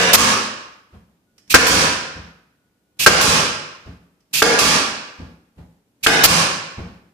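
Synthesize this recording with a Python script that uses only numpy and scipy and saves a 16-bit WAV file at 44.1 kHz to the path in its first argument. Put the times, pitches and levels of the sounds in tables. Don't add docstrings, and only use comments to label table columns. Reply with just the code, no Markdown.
import sys
import numpy as np
from scipy import signal
from scipy.fft import rfft, irfft, next_fast_len
from scipy.io import wavfile
from scipy.ndimage import uniform_filter1d

SR = 44100
rng = np.random.default_rng(int(sys.argv[2]) if len(sys.argv) > 2 else 0)


def output_pcm(signal):
    pcm = np.clip(np.atleast_2d(signal).T, -1, 1) * 32767
    wavfile.write(sys.argv[1], SR, np.round(pcm).astype(np.int16))


N = 314433
LEAD = SR // 10
TIME = np.arange(-LEAD, N) / SR

# (time [s], trigger squeezed this long before [s], level [dB], decay [s],
# direct share [dB], hollow wall level [dB])
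BLOWS = [(-.05, .04, 3, 0.026, -7.5, -4.5), (1.5418, 0.047, 7, 0.027, 3, -16.5),
         (3.0625, 0.075, 6.5, 0.022, 2.5, -13), (4.4205, 0.093, 3.5, 0.012, -8.5, -6),
         (6.0638, 0.037, 4.5, 0.013, -11.5, -1.5)]
# (time [s], first spit level [dB], port whistle level [dB])
EXHAUSTS = [(0.129, 7.5, -6.5), (1.661, -13, -30.5), (3.206, -12.5, -13.5), (4.583, -22.5, -12),
            (6.233, 6.5, -10.5)]
# (frequency [Hz], level [dB], t60 [s])
PANEL_MODES = [(63.4, -1, .48), (83.6, 4.5, 0.32), (108, -3, 0.38), (142, -7, 0.25), (172, -6, 0.83),
               (197.2, -7.5, 0.33), (251, -11, 0.21)]
# (frequency [Hz], level per Hz [dB])
THUD_COLOUR = [(25, -32), (70, -5), (150, -3), (210, -0.5), (300, -8.5), (600, -14.5), (1500, -25),
               (4000, -36), (12000, -56.5)]


def from_db(db):
    return 10 ** (np.asarray(db) / 20)


def at_hz(points, size):
    hz, value = np.transpose(points)
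    bins = np.fft.rfftfreq(size, 1 / SR)
    return np.interp(np.log(bins + 1), np.log(hz), value)


def colour(white, spectrum):
    # (frequency [Hz], left-right correlation [-1 to 1])
    likeness = [(100, 0.88), (290, .88), (630, .6), (1300, 0), (3000, 0)]
    size = white.shape[-1]
    mid, side = rfft(white)
    alike = np.clip(at_hz(likeness, size), -1, 1)
    gain = from_db(at_hz(spectrum, size))
    pair = np.sqrt(1 + alike) * mid + np.sqrt(1 - alike) * side * [[1], [-1]]
    return irfft(pair * gain, size) / np.sqrt(2 * np.mean(gain ** 2))


def air_noise(spectrum, size):
    white = rng.standard_normal((2, next_fast_len(size)))
    return colour(white, spectrum)[:, :size]


def bursts(spectrum, rows, size=15000):
    out = np.zeros((2, len(TIME) + size))
    age = np.arange(size) / SR
    for s, db, rise, hold, decay in rows:
        swell = np.minimum(age / rise, 1) ** 2
        fade = np.exp(-np.maximum(age - hold, 0) / decay)
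        start = LEAD + round(s * SR)
        out[:, start:start + size] += from_db(db) * swell * fade * air_noise(spectrum, size)
    return out[:, :len(TIME)]


def ring(modes, hits, swell, size=30000):
    out = np.zeros(len(TIME) + size)
    age = np.arange(size) / SR
    tone = 0
    for hz, db, t60 in modes:
        decay = np.exp(-np.log(1000) * age / t60)
        tone = tone + from_db(db) * np.sin(2 * np.pi * hz * age) * decay
    for s, db in hits:
        start = LEAD + round(s * SR)
        out[start:start + size] += from_db(db) * tone * np.minimum(age / swell, 1)
    return out[:len(TIME)]


def driver(nose_db=4, nose_room_db=-7, panel_db=-25, crack_db=-1, crack_delay_s=.0045, crack_direct_db=-4):
    # (frequency [Hz], level per Hz [dB])
    blow_colour = [(25, -42.5), (90, -7.5), (220, -4), (450, 0), (900, -5.5), (1500, 4), (2050, -6),
                   (2500, -2), (3600, -11), (5200, -7.5), (8000, -15.5), (11500, -20), (15000, -34.5)]
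    hollow_colour = [(100, -30.5), (270, -4.5), (370, 2), (500, -5), (680, -3), (1200, -21), (5000, -46.5)]
    crack_colour = [(500, -17.5), (2800, 1.5), (7000, -13.5), (15000, -17.5)]
    # (frequency [Hz], level [dB], t60 [s])
    nose_modes = [(1350, -3, 0.03), (1580, -0.5, 0.052), (1780, -4.5, 0.009)]
    direct, sent = 0, 0
    for s, _, db, decay, direct_db, hollow_db in BLOWS:
        blow = bursts(blow_colour, [(s, db, .002, .002, decay)])
        hollow = bursts(hollow_colour, [(s, hollow_db, .006, .006, .014)])
        wood = blow + hollow
        crack = bursts(crack_colour, [(s + crack_delay_s, db + crack_db, .0006, .001, .004)])
        nose = ring(nose_modes, [(s, db + nose_db)], swell=0.00033, size=4000)
        direct = direct + from_db(direct_db) * (wood + nose) + from_db(crack_direct_db) * crack
        sent = sent + wood + crack + from_db(nose_room_db) * nose
    kicks = [(s, db + kick_db + panel_db) for s, _, db, _, kick_db, _ in BLOWS]
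    return direct + ring(PANEL_MODES, kicks, swell=0.0052), sent


def exhaust(blast_db=-1.5, direct_db=-8, spit_room_db=-16):
    # (frequency [Hz], level per Hz [dB])
    blast_colour = [(50, -24.5), (200, -11.5), (340, -6), (520, 1.5), (760, -4), (1020, 3), (1600, 2.5),
                    (2000, -2.5), (2500, 3.5), (3600, -2), (5300, 1), (8000, -5.5), (11000, -8.5),
                    (15000, -17)]
    spit_colour = [(200, -9), (1500, -1.5), (5000, -2), (9000, -9), (15000, -4)]
    port_colour = [(700, -33.5), (1000, -12), (1120, 0.5), (1200, -2.5), (1290, -5), (1420, -19),
                   (2000, -39.5), (5000, -60)]
    blast = bursts(blast_colour, [(s, blast_db, .008, .015, .06) for s, _, _ in EXHAUSTS])
    spit = bursts(spit_colour, [(s, db, .009, .027, .005) for s, db, _ in EXHAUSTS])
    whistle = bursts(port_colour, [(s, db, .012, .015, .05) for s, _, db in EXHAUSTS])
    direct = from_db(direct_db) * (blast + whistle) + spit
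    return direct, blast + whistle + from_db(spit_room_db) * spit


def piston(delay_s=.033, return_db=-8, direct_db=-5, panel_db=-19):
    landings = [s + delay_s for s, _, _ in EXHAUSTS]
    thud = bursts(THUD_COLOUR, [(s, return_db, .002, .002, .022) for s in landings])
    shake = ring(PANEL_MODES, [(s, return_db + panel_db) for s in landings], swell=0.01)
    return from_db(direct_db) * thud + shake, thud


def valve(hiss_db=-17, shuts_early_s=.014, room_db=-10):
    # (frequency [Hz], level per Hz [dB])
    valve_colour = [(60, -15), (160, -7.5), (400, -19.5), (1000, -17.5), (2000, -8.5), (2550, 5),
                    (2950, -0.5), (3600, -2.5), (7000, -5.5), (10000, -9), (13500, -5.5), (16000, -15.5)]
    rows = []
    for s, squeeze, *_ in BLOWS:
        if s > 0:
            rows.append((s - squeeze, hiss_db, .012, squeeze - shuts_early_s, .009))
    hiss = bursts(valve_colour, rows)
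    return hiss, from_db(room_db) * hiss


def handling(panel_db=-1, direct_db=-5, room_db=-5, tick_room_db=1):
    # (time [s], level [dB], scuff relative to bump [dB])
    bump_hits = [(0.926, -40, -9.5), (2.156, -33.5, -17.5), (3.858, -34, -17.5), (5.188, -32, -12.5),
                 (5.571, -37.5, -18.5), (6.773, -28, -5)]
    # (time [s], level [dB])
    tip_clicks = [(1.379, -44), (1.476, -53.5), (4.203, -57)]
    # (frequency [Hz], level per Hz [dB])
    scuff_colour = [(100, -4.5), (300, 1), (700, -6.5), (2500, -15.5), (6000, -36), (14000, -50.5)]
    tip_colour = [(200, -2.5), (700, -12), (2700, -2.5), (4200, -9), (5400, 3), (6800, -8), (14000, -19)]
    bump = bursts(THUD_COLOUR, [(s, db, .014, .02, .04) for s, db, _ in bump_hits])
    scuff = bursts(scuff_colour, [(s, db + scuff_db, .002, .02, .045) for s, db, scuff_db in bump_hits])
    tick = bursts(tip_colour, [(s, db, .002, .002, .01) for s, db in tip_clicks])
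    boom = ring(PANEL_MODES, [(s, db + panel_db) for s, db, _ in bump_hits], swell=0.018)
    contact = bump + scuff
    direct = boom + from_db(direct_db) * contact + tick
    return direct, from_db(room_db) * contact + from_db(tick_room_db) * tick


def air_leak(level_db=-73.5, rise_s=.03, fade_s=.04, pitch_hz=1459, waver_hz=4, flutter_db=3):
    # (time [s], length before fading [s])
    leak_spells = [(1.252, 0.21), (2.559, .42)]
    knots = np.arange(TIME[0], TIME[-1], .04)
    waver, flutter = (np.interp(TIME, knots, row) for row in rng.standard_normal((2, len(knots))))
    phase = 2 * np.pi * np.cumsum(pitch_hz + waver_hz * waver) / SR
    whistle = from_db(level_db + flutter_db * flutter) * np.sin(phase)
    envelope = 0
    for s, length in leak_spells:
        age = TIME - s
        fade = np.exp(-np.clip((age - length) / fade_s, 0, 20))
        envelope = envelope + np.clip(age / rise_s, 0, 1) * fade
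    return envelope * whistle


def steady_hum(lift_db=4):
    # (frequency [Hz], level before the common lift [dB])
    hum_tones = [(118.4, -77.5), (199.2, -75.5), (290.7, -75), (457.6, -85.5)]
    return sum(from_db(db + lift_db) * np.sin(2 * np.pi * hz * TIME) for hz, db in hum_tones)


def rumble(floor_db=-60):
    # (frequency [Hz], level per Hz [dB])
    rumble_colour = [(30, -22), (60, -6.5), (120, -5.5), (200, -2.5), (310, -6), (500, -12), (1000, -19),
                     (4000, -25), (14000, -29)]
    return from_db(floor_db) * air_noise(rumble_colour, len(TIME))


def room(x, build_up_s=0.014, size=49152):
    # (frequency [Hz], t60 [s])
    room_t60 = [(60, 0.66), (200, 0.77), (600, 0.8549), (1600, 0.91), (5000, 0.7323), (9000, 0.566),
                (15000, 0.2)]
    # (frequency [Hz], width [Hz], boost [dB])
    standing_waves = [(213, 5.1, 5.5)]
    age = np.arange(size) / SR
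    hz = np.fft.rfftfreq(size, 1 / SR)
    boost_db = sum(db / (1 + (2 * (hz - centre) / width) ** 2) for centre, width, db in standing_waves)
    flat = [(1, 0), (SR, 0)]
    white = from_db(boost_db) * rfft(air_noise(flat, size))
    t60 = at_hz(room_t60, size)
    band = np.round(6 * np.log2(hz + 300))
    echo = 0
    for k in np.unique(band):
        inside = band == k
        echo = echo + irfft(white * inside) * np.exp(-np.log(1000) * age / t60[inside].mean())
    echo = echo * np.minimum(age / build_up_s, 1) * np.sqrt(2 * np.log(1000) / SR)
    return signal.fftconvolve(x[:1], echo, axes=1)[:, :len(TIME)]


def scene():
    # (frequency [Hz], left minus right [dB])
    balance = [(100, -0.5), (350, 1.8), (1300, 0.4), (2400, 0), (4500, -8.5), (8000, -8.5), (13000, -0.5)]
    sources = [driver(), exhaust(), piston(), valve(), handling()]
    direct, sent = map(sum, zip(*sources))
    size = next_fast_len(len(TIME) + LEAD)
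    lean = from_db(at_hz(balance, size) * [[.5], [-.5]])
    sound = irfft(rfft(direct + room(sent), size) * lean, size)[:, :len(TIME)]
    background = rumble() + steady_hum() + air_leak()
    return (sound + background)[:, LEAD:]


def gain_control(x, limit_db, fall_per_s=430., recover_per_s=160.0, size=32):
    power = uniform_filter1d(np.mean(x ** 2, axis=0), size=256)[::size]
    excess = np.maximum(10 * np.log10(np.abs(power) + 1e-12) - limit_db, 0)
    cut = [excess[:10].mean()]  # dB, already turned down at the start
    step = size / SR
    for wanted in excess:
        lowest = cut[-1] - recover_per_s * step
        highest = cut[-1] + fall_per_s * step
        cut.append(min(max(wanted, lowest), highest))
    return x * from_db(-np.interp(np.arange(N) / size, np.arange(len(cut)), cut))


def suppress_quiet(x, knee_db=-40, slope=0.36, depth_db=7.0):
    power = uniform_filter1d(np.mean(x ** 2, axis=0), size=2048)
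    under = knee_db - 10 * np.log10(np.abs(power) + 1e-12)
    return x * from_db(-np.clip(slope * under, 0, depth_db))


def record(dry):
    levelled = gain_control(dry, limit_db=-13.0)
    loud = np.clip(suppress_quiet(levelled), -.96, .96)
    cutoff_hz = 14800
    top_cut = signal.ellip(10, .1, 70, cutoff_hz, fs=SR, output="sos")
    return signal.sosfilt(top_cut, loud)


dry = scene()
out = record(dry)
output_pcm(out)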